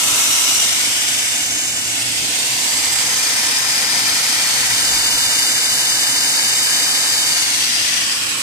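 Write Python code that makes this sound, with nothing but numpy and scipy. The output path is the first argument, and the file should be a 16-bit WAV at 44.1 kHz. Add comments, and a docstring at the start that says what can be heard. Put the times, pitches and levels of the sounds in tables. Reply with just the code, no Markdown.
"""In the bay of an idling car, steam jets from a split coolant hose, heard through a hand-held phone.
The phone starts over the engine cover, swings away, dips in beside the hose, rests at the clamp and
pulls back. Hollows and echoes of the bay colour the hiss as it moves, and the plume's eddies roar.
The engine hums below; vapour briefly buffets the left microphone port and the grip thuds softly."""
import sys
import numpy as np
from scipy import signal
from scipy.fft import rfft, irfft, next_fast_len
from scipy.io import wavfile
from scipy.ndimage import uniform_filter1d, map_coordinates

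SR = 44100
rng = np.random.default_rng(int(sys.argv[2]) if len(sys.argv) > 2 else 0)


def generate_wav(sig):
    """Save sig (samples, or channels by samples) to the path in sys.argv[1] as 16-bit PCM at SR."""
    pcm = np.round(np.clip(np.atleast_2d(sig).T, -1, 1) * 32767).astype(np.int16)
    wavfile.write(sys.argv[1], SR, pcm)


N = 371322
TIME = np.arange(N) / SR
FRAME, SOUND_SPEED_M_S = 1024, 343


# Fader and pan moves of the jet: time_s, relative_level_db, left_minus_right_db
JET_FADER = [(0.0, -18.5, 0.5), (0.54, -17.5, -0.5), (0.72, -19, 0.5), (1.83, -23, -1), (2.65, -20.5, -1.5),
             (2.81, -20, -2), (3.8, -19.5, 2), (4.88, -19, 0), (7.24, -19, 1), (7.88, -20, 2.5),
             (8.42, -24, -3)]
# Base tone of the hiss at the two ports: frequency_hz, relative_left_db, relative_right_db
HISS_TONE = [(298.0, -108.0, -98.0), (677, -66, -66.5), (1535, -66.5, -66), (1900, -58, -64.5),
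             (2860, -54.5, -58.5), (4140, -53.5, -58.5), (5240, -53.5, -57.0), (6480, -56.5, -58.5),
             (7670.0, -60, -53.0), (8370, -60.5, -52.5), (9880, -66.5, -58), (12460.0, -72, -64.0),
             (15400.0, -75, -70.5)]

def steam_hiss(lift_db=3, flutter_db=0.61, treble_db=1.6, treble_db_per_m=-13):
    """The jet hisses: the bay and the phone's aim shape its colour, its nearness sets the level."""
    hz, s, bands, direct_share = jet_at_ports()
    level_db, pan_db = curves(JET_FADER, s)
    off_axis_m = curves(HAND_PATH, s)[1]
    octaves = np.log2(curves(BAY_BLEND, s)[3])
    # the treble is beamed along the jet
    beam_db = np.clip((hz - 6500) / 5000, 0, 1)[:, None] * (treble_db + treble_db_per_m * off_axis_m)
    # the 2-3 kHz rush spreads widest: it gains as the phone draws clear and the hollows sink in pitch
    rush_db = bell(hz, 2600, 2700)[:, None] * (-3 - 21 * octaves)
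    bay_db = bay_colour(hz, s) + pocket_rings(hz, s) + wall_swirl(hz, s)
    colour = amp(spectrum(HISS_TONE, hz)[:, :, None] + bay_db + beam_db + rush_db)
    core = (hz > 2000) & (hz < 9000)  # this band is levelled ahead of the fader
    colour /= np.sqrt(np.sum(colour[:, core] ** 2, axis=1, keepdims=True) * SR / FRAME)
    colour *= amp(level_db + np.array([pan_db, -pan_db])[:, None] / 2)
    # direct sound passes the hollows by, so it pulls both ports towards the same level
    centred = np.sqrt(colour.prod(axis=0))
    colour *= (centred / colour) ** (direct_share ** 2)
    return to_sound(bands * colour) * amp(lift_db + flutter_db * wander(110))


def jet_at_ports(spray_db=-20, lead_ms=0.1516, hose_lead_ms=-0.0091):
    """The jet reaches each port straight and scattered; gives short-time spectra and the direct share."""
    shake = 1 + .025 * wander(6)
    # sound reaches the left port first, less so beside the hose
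    lag_s = (lead_ms + hose_lead_ms * curves(BAY_BLEND, TIME)[1]) * shake / 1000
    left = white() + amp(spray_db) * droplets()
    right = map_coordinates(left, [(TIME - lag_s) * SR], order=3, mode="wrap")
    scattered = [metal_echoes(white()) for _ in range(2)]
    hz, s, (straight, diffuse) = signal.stft([[left, right], scattered], SR, nperseg=FRAME)
    # most direct at the clamp, around 3.3 kHz
    clamp = curves(BAY_BLEND, s)[2]
    share = np.clip(0.082 + np.outer(bell(hz, 3300, 900), 0.094 + 0.96 * clamp), 0, 1)
    bands = np.sqrt(share) * straight + np.sqrt(1 - share) * standing_waves(diffuse, hz, s)
    return hz, s, bands, share


def droplets(per_s=1100, spread_db=11):
    """Droplets torn off with the steam: dense ticks of very uneven size, 0 dB per Hz."""
    ticks = (rng.random(N) < per_s / SR) * rng.choice([-1, 1], N)
    ticks = ticks * amp(spread_db * np.minimum(rng.exponential(size=N), 5))
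    return ticks / ticks.std() * np.sqrt(SR / 2)


# Bay resonances at three spots, at pitch_ratio 1: pitch_hz, width_hz, left_db, right_db
COVER_MODES = [(450, 98, 33, 34), (680, 190, 20.5, 11), (1430, 250, 14, 1), (2385, 210, 9, 2),
               (3160, 670, 3.5, -4), (4070, 220, 7, 2), (4690, 460, -4, -2.5), (5350, 500, -2, -2),
               (8100, 1360, 3.5, 3), (8600, 1500, 3.5, -0.5), (13700, 3700, 6, 1.5)]
HOSE_MODES = [(490, 72, 20, 17), (990, 150.0, 3.0, 7.3), (1270, 170, 11, 2.0), (1610, 430, 11, 7.4),
              (2000, 425, 11.5, 6.5), (2415, 390, 7, 8.5), (3140, 720, 4.5, 7.7), (3760, 250, 2.5, 6.9),
              (4450, 650, 4, 2.3), (5120, 200, 6, 6.4), (5730.0, 620, 5, 2.0), (6250, 160, 9, 3.0),
              (6800, 600, 5, 4.7), (8700, 640, -3, 3.1), (13000.0, 2500.0, 0.5, 0.5)]
CLAMP_MODES = [(1330, 120, -0.5, -0.5), (1686, 370, 13.5, 5), (2240, 420, 6.5, 2), (3070, 240, 12, 8),
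               (3770, 170, 11.5, 9), (4600, 780.0, 5, 3), (5500, 700, 4, 2.5), (6450, 460.0, 10.5, 5),
               (7230, 430.0, 5.5, 1.5), (7120, 230, 6.5, 5), (7750, 380, 7, 6.5), (10450, 1500, 4, 4),
               (14000.0, 1300, -1, 4)]
# Crossfade of the spots; longer paths lower the pitch:
# time_s, cover_share, hose_share, clamp_share, pitch_ratio
BAY_BLEND = [(0, 0.87, 0, 0, 0.89), (.9, 0.4, 0.33, 0.32, 0.95), (1.7, 0.35, 0.22, 0.73, 0.96),
             (2.3, 0.2, 0.34, 0, 0.84), (3.1, 0, 1, 0, 1), (4.4, 0, .99, 0, 1), (5.1, 0.05, 0.35, 1, 0.96),
             (7.25, 0.04, 0.36, 0.81, 0.99), (7.8, 0.1, 0.34, 0, 0.82), (8.42, 0.94, 0.4, 0, 0.75)]
# Half-whistle of the gap beside the hose, rising as the phone dips in: time_s, pitch_hz, gain_db
GAP_WHISTLE = [(1.95, 4580, -5), (2.25, 4500, 6), (2.85, 4750, 4.5), (3.3, 5030, 6.5), (3.9, 4960, 8.5),
               (4.65, 4960, 1), (5.0, 4790, 9), (7.0, 4830, 9), (7.5, 4600, 7), (8.42, 4540, 1)]
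# Notch cut by an echo off the cover, racing upward as the phone dips: time_s, centre_hz, gain_db
COVER_NOTCH = [(0.0, 4660, 1), (0.85, 4100, -2.5), (1.05, 4240, -8), (1.9, 4360.0, -4),
               (1.99, 5850.0, -3.5), (2.1, 7270.0, -12), (2.45, 8550.0, -3.5), (2.9, 9250.0, -0.0)]

def bay_colour(hz, s, gap_width_hz=360, notch_width_ratio=.21):
    """Hollows around the phone resonate: a moving EQ in dB over port, frequency and time."""
    *shares, pitch_ratio = curves(BAY_BLEND, s)
    db = 0
    for modes, share in zip((COVER_MODES, HOSE_MODES, CLAMP_MODES), shares):
        peaks = sum(np.outer([left, right], bell(hz, centre, width))
                    for centre, width, left, right in modes)
        db = db + share * np.array([np.interp(hz[:, None] / pitch_ratio, hz, port) for port in peaks])
    # whistle and notch touch only the left port
    gap_hz, gap_db = curves(GAP_WHISTLE, s)
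    notch_hz, notch_db = curves(COVER_NOTCH, s)
    db[0] += gap_db * bell(hz[:, None], gap_hz, gap_width_hz)
    db[0] += notch_db * bell(hz[:, None], notch_hz, notch_width_ratio * notch_hz)
    return db


# Passing rings of the bay's pockets:
# peak_s, length_s, pitch_hz, width_hz, glide_hz_per_s, left_db, right_db
POCKETS = [(0.4, 0.61, 6000, 610.0, -640.0, 7.5, 5.5), (0.588, 0.11, 7100, 460.0, -80.0, 8, 4),
           (1.0, 0.75, 3250, 440.0, 772, 5, 2), (1.55, 0.23, 6500.0, 490.0, 2580.0, 3.0, 7),
           (1.78, 0.72, 7320.0, 170.0, -20.0, 9, 7), (1.7, 0.65, 6860.0, 150.0, 130.0, -1.5, 1),
           (2.03, 0.53, 3700, 280.0, 300.0, -1, -5), (2.13, 0.27, 5040.0, 210.0, -230.0, 0, 6),
           (2.35, 0.46, 6400, 500.0, 50.0, 1, 7), (2.56, 0.62, 7050.0, 460.0, 440.0, 9, 5),
           (2.24, 0.54, 8300, 320.0, -230.0, 2.0, 4.0), (2.94, 0.48, 7730, 510.0, -130.0, -2.5, 6.5),
           (3.06, 0.55, 6300, 320.0, -150.0, 4, 1.0), (4.3, 0.78, 4450, 370.0, 80.0, 4.5, 4),
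           (7.44, 0.31, 6300, 350.0, -700.0, 1, 6), (7.79, 0.15, 5070, 340.0, -670.0, 10.0, -3),
           (7.8, 0.54, 5700.0, 450.0, -590.0, 4, 3), (7.89, 0.54, 6200, 450.0, -1550.0, 8.5, 2),
           (8.11, 0.21, 4940.0, 570.0, -740.0, 8.5, 2), (8.1, 0.69, 1660, 390.0, -660.0, 6, -4.0),
           (8.272, 0.36, 7860, 540.0, -780.0, 2, 6)]

def pocket_rings(hz, s):
    """Each pocket half whistles while the phone passes its mouth: gliding EQ bands in dB."""
    db = 0
    for peak_s, length_s, pitch_hz, width_hz, glide, left_db, right_db in POCKETS:
        ring = bell(s, peak_s, length_s) * bell(hz[:, None], pitch_hz + glide * (s - peak_s), width_hz)
        db = db + np.multiply.outer([left_db, right_db], ring)
    return db


# Standing waves by the hose and clamp: pitch_hz, width_hz, common_share, left_lead_rad
STANDING_WAVES = [(1530, 430, 0.57, 1.3), (2000, 810, 0.7, -1.6), (2350, 190, 0.83, -0.59),
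                  (4140, 280, 0.07, -0.028), (4460, 250, 0.8, 1.4), (4860, 380, 0.94, 0.94),
                  (6340, 380, 0.5, 0.96), (6870, 880, 0.87, -1.84)]

def standing_waves(pair, hz, s):
    """Down beside the hose, standing waves tie the right port to the left, each with its own phase."""
    left, right = pair
    hose, clamp = curves(BAY_BLEND, s)[1:3]
    waves = sum(share * bell(hz, centre, width) * np.exp(-1j * lead)
                for centre, width, share, lead in STANDING_WAVES)
    tie = np.outer(waves, np.minimum(hose + clamp, 1))
    free = np.sqrt(np.maximum(1 - np.abs(tie) ** 2, 0))
    return np.array([left, tie * left + free * right])


# The microphone move: time_s, height_over_cover_m, off_jet_axis_m
HAND_PATH = [(0, 0.114, 0.031), (.5, 0.128, 0.11), (.9, 0.067, 0.192), (2.15, 0.063, 0.2393),
             (2.38, 0.051, 0.072), (3.1, 0.048, 0.025), (5.1, 0.092, 0.016), (7.3, 0.088, 0.026),
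             (7.8, 0.108, 0.245), (8.42, 0.131, 0.173)]

def hand_speed(at, ease_s=0.5, tremor_m_s=0.0299):
    """Speed of the phone in m/s, eased by the weight of the arm; the hand is never quite still."""
    velocity = np.gradient(curves(HAND_PATH, TIME), axis=1) * SR
    eased = uniform_filter1d(np.hypot(*velocity), int(ease_s * SR))
    return np.interp(at, TIME, tremor_m_s + eased)


def metal_echoes(x, echo_db=-18.5, reach_s=.008, count=14):
    """Short echoes off nearby metal; each path grows or shrinks as the phone travels."""
    travel_m = np.cumsum(hand_speed(TIME)) / SR
    drift_s = (travel_m - travel_m.mean()) / SOUND_SPEED_M_S
    wet = x.copy()
    for far, bearing in rng.random((count, 2)):
        delay_s = reach_s * (1 + 2 * far) / 3 + np.cos(np.pi * bearing) * drift_s
        wet += amp(echo_db) * map_coordinates(x, [(TIME - delay_s) * SR], order=1, mode="wrap")
    return wet * x.std() / wet.std()


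def wall_swirl(hz, s, path_ratios=(1.68, 2.373), depth_db=3, full_speed_m_s=0.28):
    """As the phone swings, a side wall adds a longer path at each port; its comb sweeps the treble."""
    delay_s = np.outer(path_ratios, cover_delay(s))
    comb = np.cos(2 * np.pi * hz[:, None] * delay_s[:, None, :])
    swing = np.minimum(hand_speed(s) / full_speed_m_s, 1)
    return depth_db * swing * bell(hz, 8100, 6300)[:, None] * comb


def cover_delay(at):
    """Seconds by which the bounce off the engine cover arrives late."""
    return 2 * curves(HAND_PATH, at)[0] / SOUND_SPEED_M_S


def cover_bounce(x, scatter_hz=2200, ripple_db=4.5):
    """The cover's echo combs the sound unless the hose hides it; the teeth sink as the phone rises."""
    hz, s, bands = signal.stft(x, SR, nperseg=FRAME)
    cover, hose = curves(BAY_BLEND, s)[:2]
    comb = np.cos(2 * np.pi * np.outer(hz, cover_delay(s)))
    comb /= np.hypot(1, hz / scatter_hz)[:, None]  # the cover's ribs scatter the treble
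    return to_sound(bands * amp(ripple_db * cover * (1 - hose) * comb))


# Midrange sweep that turns hollow off the jet's axis: time_s, centre_hz, gain_db
MID_SWEEP = [(.6, 1000, 5), (1.1, 1080, -1), (1.7, 1180, 1), (2.2, 1150, -7), (2.6, 1370, -7.5),
             (3.05, 1550, 1), (7.3, 1200, 3), (7.72, 1130, -3), (7.98, 800, 0), (8.12, 694, -8),
             (8.42, 674, -8)]

def hollow_echo(x, width_ratio=0.17):
    """A short echo scoops out or lifts one sliding band in the mids."""
    hz, s, bands = signal.stft(x, SR, nperseg=FRAME)
    centre_hz, gain_db = curves(MID_SWEEP, s)
    return to_sound(bands * amp(gain_db * bell(hz[:, None], centre_hz, width_ratio * centre_hz)))


# Body of the plume's roar: frequency_hz, relative_level_db
ROAR_TONE = [(200, -83.5), (390, -77), (490, -67.5), (570, -74), (680, -71.5), (760, -65.5), (850, -66.5),
             (940, -63), (1140, -72.5), (1290, -68), (1440, -71.5), (1600, -73.5), (2600, -91)]

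def plume_roar(lift_db=4, off_axis_db_per_m=-57, unrest_db=.6):
    """Large eddies ring the whole bay: long waves, alike at both ports, loudest on the jet's axis."""
    off_axis_m = curves(HAND_PATH, TIME)[1]
    level_db = lift_db + off_axis_db_per_m * off_axis_m + unrest_db * wander(12)
    return noise(ROAR_TONE) * amp(level_db)


# Mechanical noise bed of the engine: frequency_hz, level_db_per_hz
ENGINE_TONE = [(20, -94), (40, -91), (80, -68), (130, -67), (160, -69.5), (220, -66), (290, -61),
               (340, -66.5), (390, -75), (480, -69), (560, -73), (700, -66.5), (2000, -102)]
# The fan's hum creeps up and drops back: time_s, pitch_hz
FAN_PITCH = [(1.4, 116.8), (4.5, 125.3), (7.4, 134), (7.75, 119)]

def engine_idle(side_db=-15, unrest_db=0.78):
    """A low drone and the fan's hum over the churning of belts and fan."""
    churn = noise(ENGINE_TONE) + amp(side_db) * np.outer([1, -1], noise(ENGINE_TONE))
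    drone = hum(76.5, level_db=-71, pass_s=3, length_s=3.7, lift_db=16)
    fan = hum(curves(FAN_PITCH, TIME)[0], level_db=-54, pass_s=2, length_s=1, lift_db=6.4)
    return drone + fan + churn * amp(unrest_db * wander(13))


def hum(pitch_hz, level_db, pass_s, length_s, lift_db):
    """One rough, wavering tone of a turning part, louder while the phone passes it."""
    waver_hz, waver_db = 7 * wander(30), 4 * wander(14)
    gain = amp(level_db + lift_db * bell(TIME, pass_s, length_s) + waver_db)
    return np.sqrt(2) * gain * np.sin(2 * np.pi * np.cumsum(pitch_hz + waver_hz) / SR)


# Puffs of the plume on the microphone: peak_s, half_length_s, left_level_db
PUFFS = [(4.72, .07, -42), (4.93, 0.092, -36), (5.148, 0.035, -36), (5.262, 0.037, -37)]

def vapour_buffets(right_db=-14):
    """Puffs of vapour hit the left port and rumble, only faintly on the right."""
    tone_hz_db = [(22, -19), (45, 9), (90, 6), (200, 1), (500, -45), (2000, -58)]
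    return np.outer([1, amp(right_db)], swells(PUFFS, tone_hz_db))


# Soft handling thuds: peak_s, half_length_s, level_db
THUDS = [(2.235, 0.016, -33), (2.29, 0.017, -36)]

def grip_thuds():
    """The grip shifts and the phone's case thuds."""
    return swells(THUDS, [(20, -20), (50, -3), (330, 7), (500, -4), (900, -22), (3000, -60)])


def swells(events, tone_hz_db):
    """Short swells of low noise."""
    rumble = noise(tone_hz_db)
    envelope = sum(amp(db) * bell(TIME, peak_s, 2 * half_s) for peak_s, half_s, db in events)
    return envelope * rumble / rumble.std()


def amp(db):
    """Decibels to gain."""
    return 10 ** (np.asarray(db) / 20)


def bell(x, centre, width):
    """A bump of height 1, given by its width at half height."""
    return 2 ** -(2 * (x - centre) / width) ** 2


def curves(table, at):
    """The columns of a table, joined by straight lines."""
    key, *columns = np.transpose(table)
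    return np.array([np.interp(at, key, column) for column in columns])


def spectrum(table, hz):
    """The dB columns of a table, joined on a log-frequency axis."""
    key, *columns = np.transpose(table)
    return np.array([np.interp(np.log(hz + 1), np.log(key), column) for column in columns])


def white():
    """Noise of 0 dB per Hz."""
    return rng.standard_normal(N) * np.sqrt(SR / 2)


def noise(tone_hz_db):
    """Noise with a given spectrum."""
    size = next_fast_len(N)
    hz = np.arange(size // 2 + 1) * SR / size
    return irfft(rfft(white(), size) * amp(spectrum(tone_hz_db, hz)[0]), size)[:N]


def wander(rate_hz):
    """Smooth random drift with a spread of 1."""
    hold = max(int(SR / rate_hz), 1)
    steps = np.repeat(rng.standard_normal(N // hold + 1), hold)
    drift = uniform_filter1d(steps, hold)[:N]
    return drift / drift.std()


def to_sound(bands):
    """Short-time spectra back to stereo sound."""
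    return signal.istft(bands, SR, nperseg=FRAME)[1][:, :N]


def scene():
    """Steam over the idling engine, with buffets and thuds on the phone itself."""
    steam = cover_bounce(steam_hiss() + plume_roar())
    return hollow_echo(steam + engine_idle()) + vapour_buffets() + grip_thuds()


def record(dry):
    """The phone rounds the loudest peaks and cuts the top."""
    ceiling, top_hz = .9, 15400
    rounded = ceiling * np.tanh((np.abs(dry) / ceiling) ** 3) ** (1 / 3) * np.sign(dry)
    return signal.sosfilt(signal.ellip(12, .2, 80, top_hz, fs=SR, output="sos"), rounded)


dry = scene()
out = record(dry)
generate_wav(out)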